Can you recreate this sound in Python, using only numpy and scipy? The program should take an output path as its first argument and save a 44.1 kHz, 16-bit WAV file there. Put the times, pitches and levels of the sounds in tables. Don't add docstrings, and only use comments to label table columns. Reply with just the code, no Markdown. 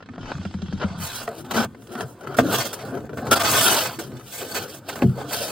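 import sys
import numpy as np
from scipy import signal
from scipy.fft import rfft, irfft, next_fast_len
from scipy.io import wavfile
from scipy.ndimage import uniform_filter1d

SR = 44100
rng = np.random.default_rng(int(sys.argv[2]) if len(sys.argv) > 2 else 0)


def pcm_store(signal):
    levels = np.round(np.clip(np.atleast_2d(signal), -1, 1) * 32767)
    wavfile.write(sys.argv[1], SR, levels.astype(np.int16).T)


def linear_from_db(decibels):
    return 10 ** (np.asarray(decibels, float) / 20)


N = 243071
TIME = np.arange(N) / SR
SIZE = next_fast_len(N + SR // 2)
HZ = np.maximum(np.fft.rfftfreq(SIZE, 1 / SR), 1)


def along_hz(points):
    hz, value = np.transpose(points)
    return np.interp(np.log(HZ), np.log(np.maximum(hz, 1)), value)


def along_time(points):
    return np.interp(TIME, *np.transpose(points))


def through(x, response):
    return irfft(rfft(x, SIZE) * response, SIZE)[..., :N]


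def unit(x):
    return x / np.sqrt(np.mean(x ** 2))


def walk(rate):
    hold = int(SR / rate)
    levels = np.repeat(rng.standard_normal(N // hold + 1), hold)
    return 1.156 * uniform_filter1d(levels, hold)[:N]


ZONES_HZ = 350, 1900, 5600


def zones():
    lows = [0] + [1 / (1 + (HZ / edge) ** 8) for edge in ZONES_HZ] + [1]
    return [np.sqrt(upper - lower) for lower, upper in zip(lows, lows[1:])]


# [pitch_hz, level_db per Hz]
YARD = [(15, -30), (25, -16), (108, 8), (503, -17), (1560, -17.5), (2280, -25), (3080, -25), (16000, -45)]
YARD_DB = -50.5
POWDER_DB, POWDER_FROM_S = -62.5, 0.91


def yard():
    powder = unit(through(rng.standard_normal(N), zones()[3]))
    powder = powder * linear_from_db(POWDER_DB + 5.7 * walk(22.8)) * (TIME > POWDER_FROM_S)
    air = unit(through(rng.standard_normal(N), linear_from_db(along_hz(YARD))))
    return powder + linear_from_db(YARD_DB + 1.1 * walk(2.74)) * air


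# [time_s, level_db]
RUMBLE = [
    (0, -56),
    (.9, -50),
    (1.2, -54),
    (1.45, -80),
    (5.5, -72),
]
RUMBLE_HZ = 50


def rumble():
    wind = rng.standard_normal(N) + .2 * rng.standard_normal((2, N))
    low = 1 / (1 + (HZ / RUMBLE_HZ) ** 4) * HZ / (HZ + 30)
    return unit(through(wind, low)) * linear_from_db(along_time(RUMBLE) + 6.4 * walk(6.0))


def ring(at_s, modes, rise_cycles):
    span = slice(int(at_s * SR) + 1, int((at_s + .6) * SR))
    t = TIME[span] - at_s
    out = np.zeros(N)
    for hz, db, t60 in modes:
        rise = 1 - np.exp(-t * hz / rise_cycles)
        out[span] += linear_from_db(db) * rise * np.sin(2 * np.pi * hz * t) * np.exp(-np.log(1000) * t / t60)
    return out


# [start_s, level_db, pitch_hz]
BUMPS = [(0.096, -27, 252), (0.177, -25.5, 176), (0.348, -19, 144), (0.391, -18, 191), (0.455, -16.5, 190),
         (0.545, -13.5, 190), (0.626, -17, 184), (0.686, -19, 165), (0.733, -14, 195), (0.843, -9.5, 197),
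         (0.905, -18, 186), (.945, -22, 170), (.975, -22, 180), (0.999, -19, 179), (1.03, -22, 150)]
BUMP_LOW_HZ, BUMP_LOW_DB, BUMP_T60_S = 89.3, -4, 0.097


def bumps():
    out = 0
    for at, db, hz in BUMPS:
        modes = [(hz, 0, BUMP_T60_S), (BUMP_LOW_HZ, BUMP_LOW_DB, 2.1 * BUMP_T60_S)]
        out = out + linear_from_db(db) * ring(at, modes, 0.4)
    return out


# [start_s, level_db, pitch_hz]
TREADS = [(1.559, -13, 228), (1.572, -14, 228), (1.59, -9, 225), (1.619, -15, 233), (1.648, -21, 200),
          (1.953, -20, 235), (2.038, -16.5, 135), (2.279, -19, 137), (2.405, -14, 300), (2.418, -14, 270),
          (2.434, -10.5, 326), (2.484, -17, 280), (2.459, -13, 302), (2.921, -23, 133), (3.199, -26, 127),
          (3.984, -18.5, 328), (4.04, -25, 130), (4.07, -26, 135), (4.127, -16.5, 127), (4.158, -24, 132),
          (4.419, -26, 391), (5.086, -6, 140), (5.127, -19, 125), (5.158, -18, 130)]


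def treads():
    return sum(linear_from_db(db) * ring(at, [(hz, 0, .1)], 1.15) for at, db, hz in TREADS)


# [start_s, level_db, pitch_hz]
LUMPS = [(2.41, -20, 520), (2.424, -21, 450), (2.445, -22, 560), (2.484, -22, 560), (2.842, -23, 450),
         (2.877, -24, 460), (2.915, -26, 300), (2.94, -25, 420), (2.965, -25, 480), (3.009, -31, 229),
         (3.038, -30, 493), (3.094, -29, 455), (3.133, -22, 458), (3.173, -23, 441), (3.19, -26, 520),
         (3.225, -23, 226), (3.245, -23, 480), (5.172, -28, 540), (5.186, -24, 770), (5.203, -26, 530),
         (5.214, -24, 780), (5.228, -24, 290), (5.243, -25, 470), (5.262, -25, 300), (5.282, -23, 290)]
LUMP_T60_S, LUMP_OVERTONE = .06, 1.37


def lumps():
    out = 0
    for at, db, hz in LUMPS:
        modes = [(hz, 0, LUMP_T60_S), (LUMP_OVERTONE * hz, -7, .6 * LUMP_T60_S)]
        out = out + linear_from_db(db) * ring(at, modes, .8)
    return out


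# [pitch_hz, level_db, decay_t60_s]
TAP = [(443, -0.5, 0.097), (686, 1, 0.083), (1300, -5, 0.044), (1910, -5.5, .03), (2330, -11, .02)]
TAP_S, TAP_DB = 1.277, -19


def handle_tap():
    return linear_from_db(TAP_DB) * ring(TAP_S, TAP, 0.71)


# [pitch_hz, level_db, decay_t60_s]
KNOCK = [(134, 0, 0.046), (260, 3.5, 0.072), (318, -8.5, 0.17), (444, 3, 0.056), (654, 5, 0.04),
         (910, -4, 0.029), (1060, -3, .03), (1290, -1, 0.026), (1572, -5, 0.047), (2557, -14, 0.021),
         (3310, -16, 0.018), (3520, -22, 0.03)]
KNOCK_S, KNOCK_DB = 2.3858, -4.5
KNOCK_REBOUND_S, KNOCK_REBOUND_DB = .0085, -5


def ice_knock():
    first = linear_from_db(KNOCK_DB) * ring(KNOCK_S, KNOCK, 1.0)
    return first + linear_from_db(KNOCK_DB + KNOCK_REBOUND_DB) * ring(KNOCK_S + KNOCK_REBOUND_S, KNOCK, .8)


# [pitch_hz, level_db, decay_t60_s]
JAB = [(264, 2, 0.078), (655, 0, 0.13), (1357, 1.5, 0.16), (1580, -14, 0.066), (2600, -32, 0.024),
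       (3360, -6, 0.08)]
JAB_S, JAB_DB = 3.317, -14.5


def crust_jab():
    return linear_from_db(JAB_DB) * ring(JAB_S, JAB, 0.25)


# [pitch_hz, level_db, decay_t60_s]
BOARD = [(300, -2, 0.07), (255, -3, 0.09), (570, -9, 0.06), (800, -14, 0.06), (1140, -20, 0.024),
         (1400, -16, 0.03), (1700, -18, .03), (2650, -13, 0.013)]
# [pitch_hz, level_db, decay_t60_s]
BOARD_AIR = [(62, -14, .3), (94, -6, .25), (128, -3, 0.33), (185, -6, .3), (221, -6, .25), (369, -14, .2),
             (436, -16, .13), (690, -22, .12)]
THUD_S, THUD_DB, BOARD_AIR_LATE_S = 5.021, -2.5, .01


def board_thud():
    wood = ring(THUD_S, BOARD, 1.36)
    return linear_from_db(THUD_DB) * (wood + ring(THUD_S + BOARD_AIR_LATE_S, BOARD_AIR, 1.1))


def blows():
    return bumps() + treads() + lumps() + handle_tap() + ice_knock() + crust_jab() + board_thud()


# [pitch_hz, level_db per Hz]
SNOW = [(24, -57), (40, -11.5), (94, 1), (155, -6), (226, 0), (433, -5), (715, -6), (1120, -8), (1480, -5),
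        (1950, -18.5), (2300, -17), (3220, -14), (6020, -15.5), (8130, -14.5), (14800, -13.5),
        (16000, -54.5)]
# [pitch_hz, width_hz, lift_db]
BLADE = [(129, 61, 10.5), (230, 230, 4), (473, 350, 3), (700, 74, 3.5), (1040, 26, 1), (1245, 45, 2.5),
         (1514, 34, 4.5), (2553, 100, 2.5), (3240, 160, 4), (4480, 150, 4), (5110, 170, -1.5),
         (7650, 98, 0), (16200, 460, -18)]


def blade_colour():
    lift_db = sum(db / (1 + (2 * (HZ - hz) / width) ** 2) for hz, width, db in BLADE)
    return linear_from_db(along_hz(SNOW[:-1]) + lift_db)


def crystals(spread_db):
    size_db = spread_db * np.minimum(rng.exponential(size=N), 5)
    return rng.standard_normal(N) * uniform_filter1d(linear_from_db(size_db), size=24)


CRACK_CRUMBLE_S, CRACK_T60_S, CRACK_RISE_S = 0.0028, 0.038, .0007
CRUNCH_T60_S, CRUNCH_RISE_S = 0.05, 0.0037
FIRST_SNAP_DB, FIRST_SNAP_S = 4.5, 0.0018


def crack_shape(t):
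    return np.minimum(t / CRACK_RISE_S, 1) * linear_from_db(FIRST_SNAP_DB * np.exp(-t / FIRST_SNAP_S))


def crunch_shape(t):
    return np.minimum(t / CRUNCH_RISE_S, 1)


# [start_s, level_db, edge_contact_db]
HAND_CRACKS = [(.004, -34, -20), (.025, -31, -17), (.059, -36, -13), (.088, -28.5, -21), (.136, -33, -16),
               (.158, -33.5, -15), (.18, -28, -23), (.209, -34, -10), (.231, -31, -14), (.256, -31, -11),
               (.281, -33, -9), (.302, -27, -14), (0.317, -17, -18), (.352, -30, -16), (.381, -30, -16),
               (.414, -32, -21), (.43, -38, -3), (0.451, -21, -17.5), (.51, -37, -5), (.54, -27.5, -12),
               (.619, -27.5, -8), (.587, -39, -12), (.66, -38, -12), (.682, -32, -12), (.725, -26, -18),
               (.776, -38, -8), (.883, -34, -8), (.901, -31, -14)]
# [start_s, level_db, edge_contact_db]
CRACKS = [(1.277, -23, -14), (1.448, -32.5, -13), (1.5075, -24, -9), (1.747, -32, -25), (1.821, -44, -6),
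          (1.87, -38, -6.5), (1.952, -21, -17.5), (2.007, -17, -14.5), (2.209, -37, -10), (2.236, -33, -25),
          (2.271, -22, -22.5), (2.344, -24, -14), (2.3874, -6, -20), (2.874, -33, -35), (2.973, -31, -14),
          (3.004, -41, -5), (3.064, -44, -8), (3.093, -29.5, -21), (3.131, -30, -23), (3.171, -25, -22),
          (4.118, -38, -6), (4.168, -47, 8), (4.196, -36, -10), (4.209, -35, -20), (4.956, -22, -19),
          (4.99, -26, -13)]
# [start_s, level_db, edge_contact_db, powder_db, crumble_s]
CRUNCHES = [(.796, -27, -12, -17, .014), (.813, -18, -19, -20, .026), (1.2, -27, -12, -14, .022),
            (1.39, -36, -17, -2, 0.02), (1.507, -21.5, -9, -5.5, 0.013), (1.539, -18, -13, -15, 0.02),
            (1.566, -15, -12, -16, .022), (1.6, -18, -12, -16, .01), (1.624, -19, -10, -16, .018),
            (1.915, -41, -4, 2, 0.026), (2.366, -27, -7, 2.5, 0.026), (2.396, -24, -8, -14, .014),
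            (2.51, -22, -6, -12, .014), (2.54, -13.5, -20, -25, 0.015), (2.599, -20.5, 0, -23, 0.024),
            (2.654, -23.5, -6, -5, 0.01), (2.727, -26.5, -5, 5.5, 0.016), (2.788, -33, -4, -28, 0.04),
            (3.265, -26, -7, -8, .01), (3.309, -7, -9.5, -3.5, 0.022), (3.357, -17, -21, -23, 0.036),
            (3.401, -16.5, -3.5, -11, 0.023), (3.443, -15.5, -1.5, -9, 0.021),
            (3.528, -12, -10, -10, 0.022), (3.573, -16, -6, -8, .012), (3.608, -20, 0, -5, .01),
            (3.666, -15, -9, -10, .025), (3.728, -16, -9, -10, .014), (3.805, -20, -8, -8, .01),
            (3.849, -17.5, -7, -7, 0.012), (3.172, -26, -16, -25, .025), (3.987, -25, -8, -1, 0.012),
            (4.328, -35, -4, 3, .03), (4.41, -30, -9, -2, .03), (4.546, -20, -7, -5, 0.036),
            (5.165, -37, -18, -25, .07), (4.89, -21, -7, -9, .012), (5.018, -16.5, -17, -24, 0.013),
            (5.306, -23.5, -28, -7, 0.04)]
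CRACK_POWDER_PER_EDGE, CRACK_POWDER_DB = 0.74, -5.5
CRACK_RING = .55


def cracking():
    events = []
    for at, db, edge in HAND_CRACKS + CRACKS:
        powder = CRACK_POWDER_PER_EDGE * edge + CRACK_POWDER_DB
        events.append((at, db, edge, powder, CRACK_CRUMBLE_S, CRACK_T60_S, crack_shape))
    for at, db, edge, powder, crumble in CRUNCHES:
        events.append((at, db, edge, powder, crumble, CRUNCH_T60_S, crunch_shape))
    showers = np.zeros((3, N))
    for at, db, edge, powder, crumble, t60, shape in events:
        start = int(at * SR) + 1
        t = TIME[start:start + SR // 3] - at
        shower = shape(t) * np.exp(-np.log(1000) * np.maximum(t - crumble, 0) / t60)
        showers[:, start:start + len(t)] += linear_from_db(db - 9 + np.array([[0], [edge], [powder]])) * shower
    snaps, colour = crystals(1.5), blade_colour() ** CRACK_RING
    return [unit(through(snaps, colour * zone)) * shower for zone, shower in zip(zones()[1:], showers)]


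# [time_s, level_db, edge_contact_db]
PUSH = [
    (.95, -60, 2),
    (.99, -47, -1),
    (1.02, -39, 2),
    (1.09, -42, 2.5),
    (1.17, -40.5, 4),
    (1.23, -38.5, -4),
    (1.3, -60, -8),
]
# [time_s, level_db, edge_contact_db]
SCOOP = [
    (1.43, -70, -10),
    (1.446, -45.5, -9.5),
    (1.566, -24, -6.5),
    (1.648, -27.5, -10),
    (1.678, -51.5, -34),
    (1.74, -56, -20),
]
# [time_s, level_db, edge_contact_db]
DIG = [
    (2.39, -45, -18),
    (2.415, -33, -16.5),
    (2.483, -30, -9.5),
    (2.539, -21.5, -7.5),
    (2.633, -32, -1),
    (2.753, -41.5, -8.5),
    (2.8, -62, -11),
]
# [time_s, level_db, edge_contact_db]
LONG_SCRAPE = [
    (3.3, -40, -10),
    (3.33, -21, -6),
    (3.42, -23.5, -4),
    (3.528, -20.5, -1),
    (3.644, -25.5, 2.5),
    (3.686, -21, -1.5),
    (3.778, -25.5, 1),
    (3.91, -32, -5.5),
    (3.98, -46, -3.5),
]
# [time_s, level_db, edge_contact_db]
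RETURN = [
    (5.26, -61, -2),
    (5.301, -37.5, 3.5),
    (5.42, -35.5, 3),
    (5.52, -35.5, -4.5),
]
STROKE_HZ = [
    1100,
    940,
    590,
    943,
    540,
]
# [peak_s, level_db, rise_s per 20 dB, fall_s per 20 dB, edge_contact_db]
HAND_SHUFFLES = [
    (.308, -36, 0.17, 0.09, -7),
    (.38, -53, 0.3, 1.1, 2.5),
    (.734, -52, 0.2, 0.2, 1),
    (.84, -34, 0.04, 0.14, -14),
    (.9, -43, 0.12, 0.6, -6),
]
# [peak_s, level_db, rise_s per 20 dB, fall_s per 20 dB, edge_contact_db]
SHUFFLES = [(1.29, -32, 0.03, 0.12, -20), (1.39, -48.5, 0.17, 0.057, -1), (2.01, -30, 0.15, 0.096, -16.5),
            (2.236, -39, 0.11, 0.24, -24), (2.352, -30.5, .2, 0.062, -19.5),
            (2.831, -36, 0.19, 0.18, -10.5), (2.95, -31, 0.25, 0.1, -27), (3.05, -41, .12, .12, -25),
            (3.279, -26.5, 0.15, 0.18, -18.5), (4.385, -42, 0.13, 0.13, 5.5), (4.0, -34, 0.02, 0.1, -5),
            (4.152, -42, 0.23, 0.2, -15), (4.43, -33, .14, 0.15, -7), (4.562, -30, 0.088, 0.14, -1.5),
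            (4.75, -42.5, .12, 0.08, 0), (4.89, -35, 0.023, 0.22, -1.5), (5.012, -35, 0.32, 0.098, -14.5),
            (5.21, -32, 0.14, 0.26, -14), (4.62, -32.5, 0.28, 0.099, -18)]
HAND_SHUFFLE_HZ, SHUFFLE_HZ = 895, 495
POWDER_PER_EDGE = 1.41


def effort():
    moves = list(zip((PUSH, SCOOP, DIG, LONG_SCRAPE, RETURN), STROKE_HZ))
    for table, hz in ((HAND_SHUFFLES, HAND_SHUFFLE_HZ), (SHUFFLES, SHUFFLE_HZ)):
        for peak, db, rise, fall, edge in table:
            curve = [(peak - 3 * rise, db - 60, edge), (peak, db, edge), (peak + 3 * fall, db - 60, edge)]
            moves.append((curve, hz))
    t, total = TIME[::32], 1e-12
    for curve, hz in moves:
        s, db, edge = np.transpose(curve)
        edge = np.interp(t, s, edge)
        bite, hiss = linear_from_db(2 * edge), linear_from_db(2 * POWDER_PER_EDGE * edge)
        shares = np.array([np.ones(len(t)), bite, hiss, np.full(len(t), np.log(hz))])
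        total = total + linear_from_db(2 * np.interp(t, s, db, -120, -120)) * shares
    mids, bite, hiss, pitch = (np.interp(TIME, t, row) for row in total)
    return 10 * np.log10(mids), 10 * np.log10(bite / mids), 10 * np.log10(hiss / mids), np.exp(pitch / mids)


def patchy(snaps, response, patchy_db, rate, loud_hz, lift_db):
    out, spectrum = 0, rfft(snaps, SIZE) * response
    place = 6 * np.log2(HZ / 40)
    for k in range(54):
        weight = np.cos(np.pi / 2 * np.clip(place - k, -1, 1)) ** 2
        if np.max(weight * response) > .03 * np.max(response):
            octaves = k / 6 - np.log2(loud_hz / 40)
            gain = linear_from_db(patchy_db * walk(rate) + lift_db * np.exp(-(octaves / 0.65) ** 2))
            out = out + irfft(spectrum * weight, SIZE)[:N] * gain
    return unit(out)


PINGS_PER_S, PING_DB = 50, -12.5


def pings(mids_db, bite_db):
    out = 0
    pressure_db = mids_db + 0.33 * np.minimum(mids_db + 23.5, 0)
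    for hz, width, db in BLADE[2:11]:
        strikes = (rng.random(N) < PINGS_PER_S / SR) * rng.standard_normal(N)
        pole = np.exp((2j * np.pi * hz - 1.15 * width) / SR)
        rung = unit(signal.lfilter([1], [1, -pole], strikes).imag)
        out = out + rung * linear_from_db(db - 12.0 + pressure_db + bite_db * (hz > ZONES_HZ[1]))
    return linear_from_db(PING_DB) * out


GRIT_PER_S, GRIT_DB, GRIT_SPREAD_DB, GRIT_RING = 220, -10.5, 4.5, .8


def grit(mids_db, bite_db):
    chance = rng.random((3, N))
    size = linear_from_db(-GRIT_SPREAD_DB * np.log(chance[2] + .01))
    grains = (chance[0] < GRIT_PER_S / SR) * np.sign(chance[1] - .5) * size
    clicks = unit(through(grains, blade_colour() ** GRIT_RING * HZ / (HZ + 500)))
    return clicks * linear_from_db(GRIT_DB + mids_db + .4 * bite_db)


# [time_s, level_db]
WEIGHT = [(0, -48), (.22, -35.5), (.85, -38), (1.3, -50), (1.57, -27.5), (1.75, -43.5), (2.2, -46.5),
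          (2.38, -37), (2.41, -20), (2.75, -48.5), (2.94, -28.5), (3.08, -37), (3.3, -28.5), (3.7, -43),
          (4.15, -35), (4.3, -50), (4.95, -44), (5.5, -41.5)]
LOAD_BASS_DB = -8
POWDER_AT_EDGE_DB = 1.5


def scraping():
    mids_db, bite_db, hiss_db, loud_hz = effort()
    hiss_db = hiss_db + POWDER_AT_EDGE_DB
    bass_db = 10 * np.log10(linear_from_db(2 * LOAD_BASS_DB) + linear_from_db(2 * (along_time(WEIGHT) - mids_db)))
    judder_db = 0.87 * walk(45) + 1.5 * walk(140)
    sift_db = 2.0 * walk(35) + 0.88 * walk(90)
    # level_db, share of judder, patchiness_db, patches per s, sift_db
    settings = ((bass_db, .3, 4.1, 14, 0), (0, .7, 3.73, 25, 0),
                (bite_db, 1.01, 3.2, 35, 0), (hiss_db, 1.1, 1.3, 40, sift_db))
    colour, out = blade_colour(), []
    for zone, (level_db, grip, patchy_db, rate, spurt_db) in zip(zones(), settings):
        band = patchy(crystals(3.5), colour * zone, patchy_db, rate, loud_hz, 6.2)
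        out.append(band * linear_from_db(mids_db + level_db + grip * judder_db + spurt_db))
    return out + [pings(mids_db, bite_db), grit(mids_db, bite_db)]


# [time_s, length_s, depth_db]
SKIPS = [(1.49, .034, -12), (1.531, .012, -9), (3.351, .013, -14), (3.388, .016, -14), (3.429, .01, -9),
         (3.522, .01, -5), (2.575, .015, -6), (2.262, .014, -6), (2.336, .014, -6), (2.362, .012, -6),
         (3.16, .02, -6), (3.302, .014, -6), (2.645, .015, -6), (4.535, .018, -8), (4.66, .025, -6),
         (4.82, .05, -8), (4.44, .014, -5), (4.948, .014, -5), (.17, .014, -6), (1.437, .016, -7),
         (3.085, .016, -7), (3.121, .016, -7), (4.88, .016, -6), (5.008, .014, -5)]
SKIP_RING_SHARE = 0.48


def skipping(scrape, cracks):
    bass, mids, *upper = scrape
    mid_cracks, *upper_cracks = cracks
    skip_db = sum(db * np.exp(-((TIME - at) / length * 2) ** 4) for at, length, db in SKIPS)
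    low = bass * linear_from_db(0.5 + 0.32 * skip_db)
    middle = (mids + mid_cracks) * linear_from_db(SKIP_RING_SHARE * skip_db)
    return low + middle + sum(upper + upper_cracks) * linear_from_db(skip_db)


MUFFLE_DB, MUFFLE_HZ, MUFFLE_UNTIL_S = -30, 6660, 0.97


def muffled(sound):
    held = np.clip((MUFFLE_UNTIL_S - TIME) / .03 + 1, 0, 1)
    return sound * (1 - held) + held * through(sound, linear_from_db(MUFFLE_DB) + 1 / (1 + (HZ / MUFFLE_HZ) ** 6))


# [pitch_hz, lead_radians]
PORT_LAG = [(1000, 0), (4900, -.2), (5650, 3.1), (8100, 6.3), (10200, 8.4), (11500, 9.3), (13300, 11.8),
            (15100, 12.6)]
# [pitch_hz, level_db]
PORT_TILT = [(100, .6), (600, 2), (1500, -.5), (4000, -2.5), (12000, -1.5)]
# [pitch_hz, level_db]
SCATTER = [(60, -6), (200, -8), (500, -8), (1500, -3), (3000, 0), (8000, 1), (13000, -4)]
FENCE_T60_S, MIC_LOW_HZ, TOP_HZ = .045, 52.6, 15850


def two_ports(sound):
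    mic = (1j * HZ / MIC_LOW_HZ / (1 + 1j * HZ / MIC_LOW_HZ)) ** 3 * (HZ < TOP_HZ)
    tail = SR // 5
    echoes = rng.standard_normal((2, tail)) * np.exp(-np.log(1000) * TIME[:tail] / FENCE_T60_S)
    out = through(sound, mic * linear_from_db(along_hz(SCATTER)) * rfft(unit(echoes) / np.sqrt(tail), SIZE))
    out = out * np.tanh([1.5 * walk(25), 1.5 * walk(25)])
    aside = .5 + .5 * np.tanh(1.5 * walk(5))
    for share, stretch in ((aside, .92), (1 - aside, 1.07)):
        port = linear_from_db(along_hz(PORT_TILT) / 2) * np.exp(.5j * stretch * along_hz(PORT_LAG))
        out = out + through(share * sound, mic * np.array([port, 1 / port]))
    return out


def scene():
    sound = skipping(scraping(), cracking()) + blows() + yard()
    return two_ports(muffled(sound)) + rumble()


def band_limit(x):
    return signal.sosfilt(signal.butter(12, 16830, fs=SR, output="sos"), x)


def record(dry):
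    mix = np.tanh(dry / 1.386) * 1.212
    return band_limit(mix)


dry = scene()
out = record(dry)
pcm_store(out)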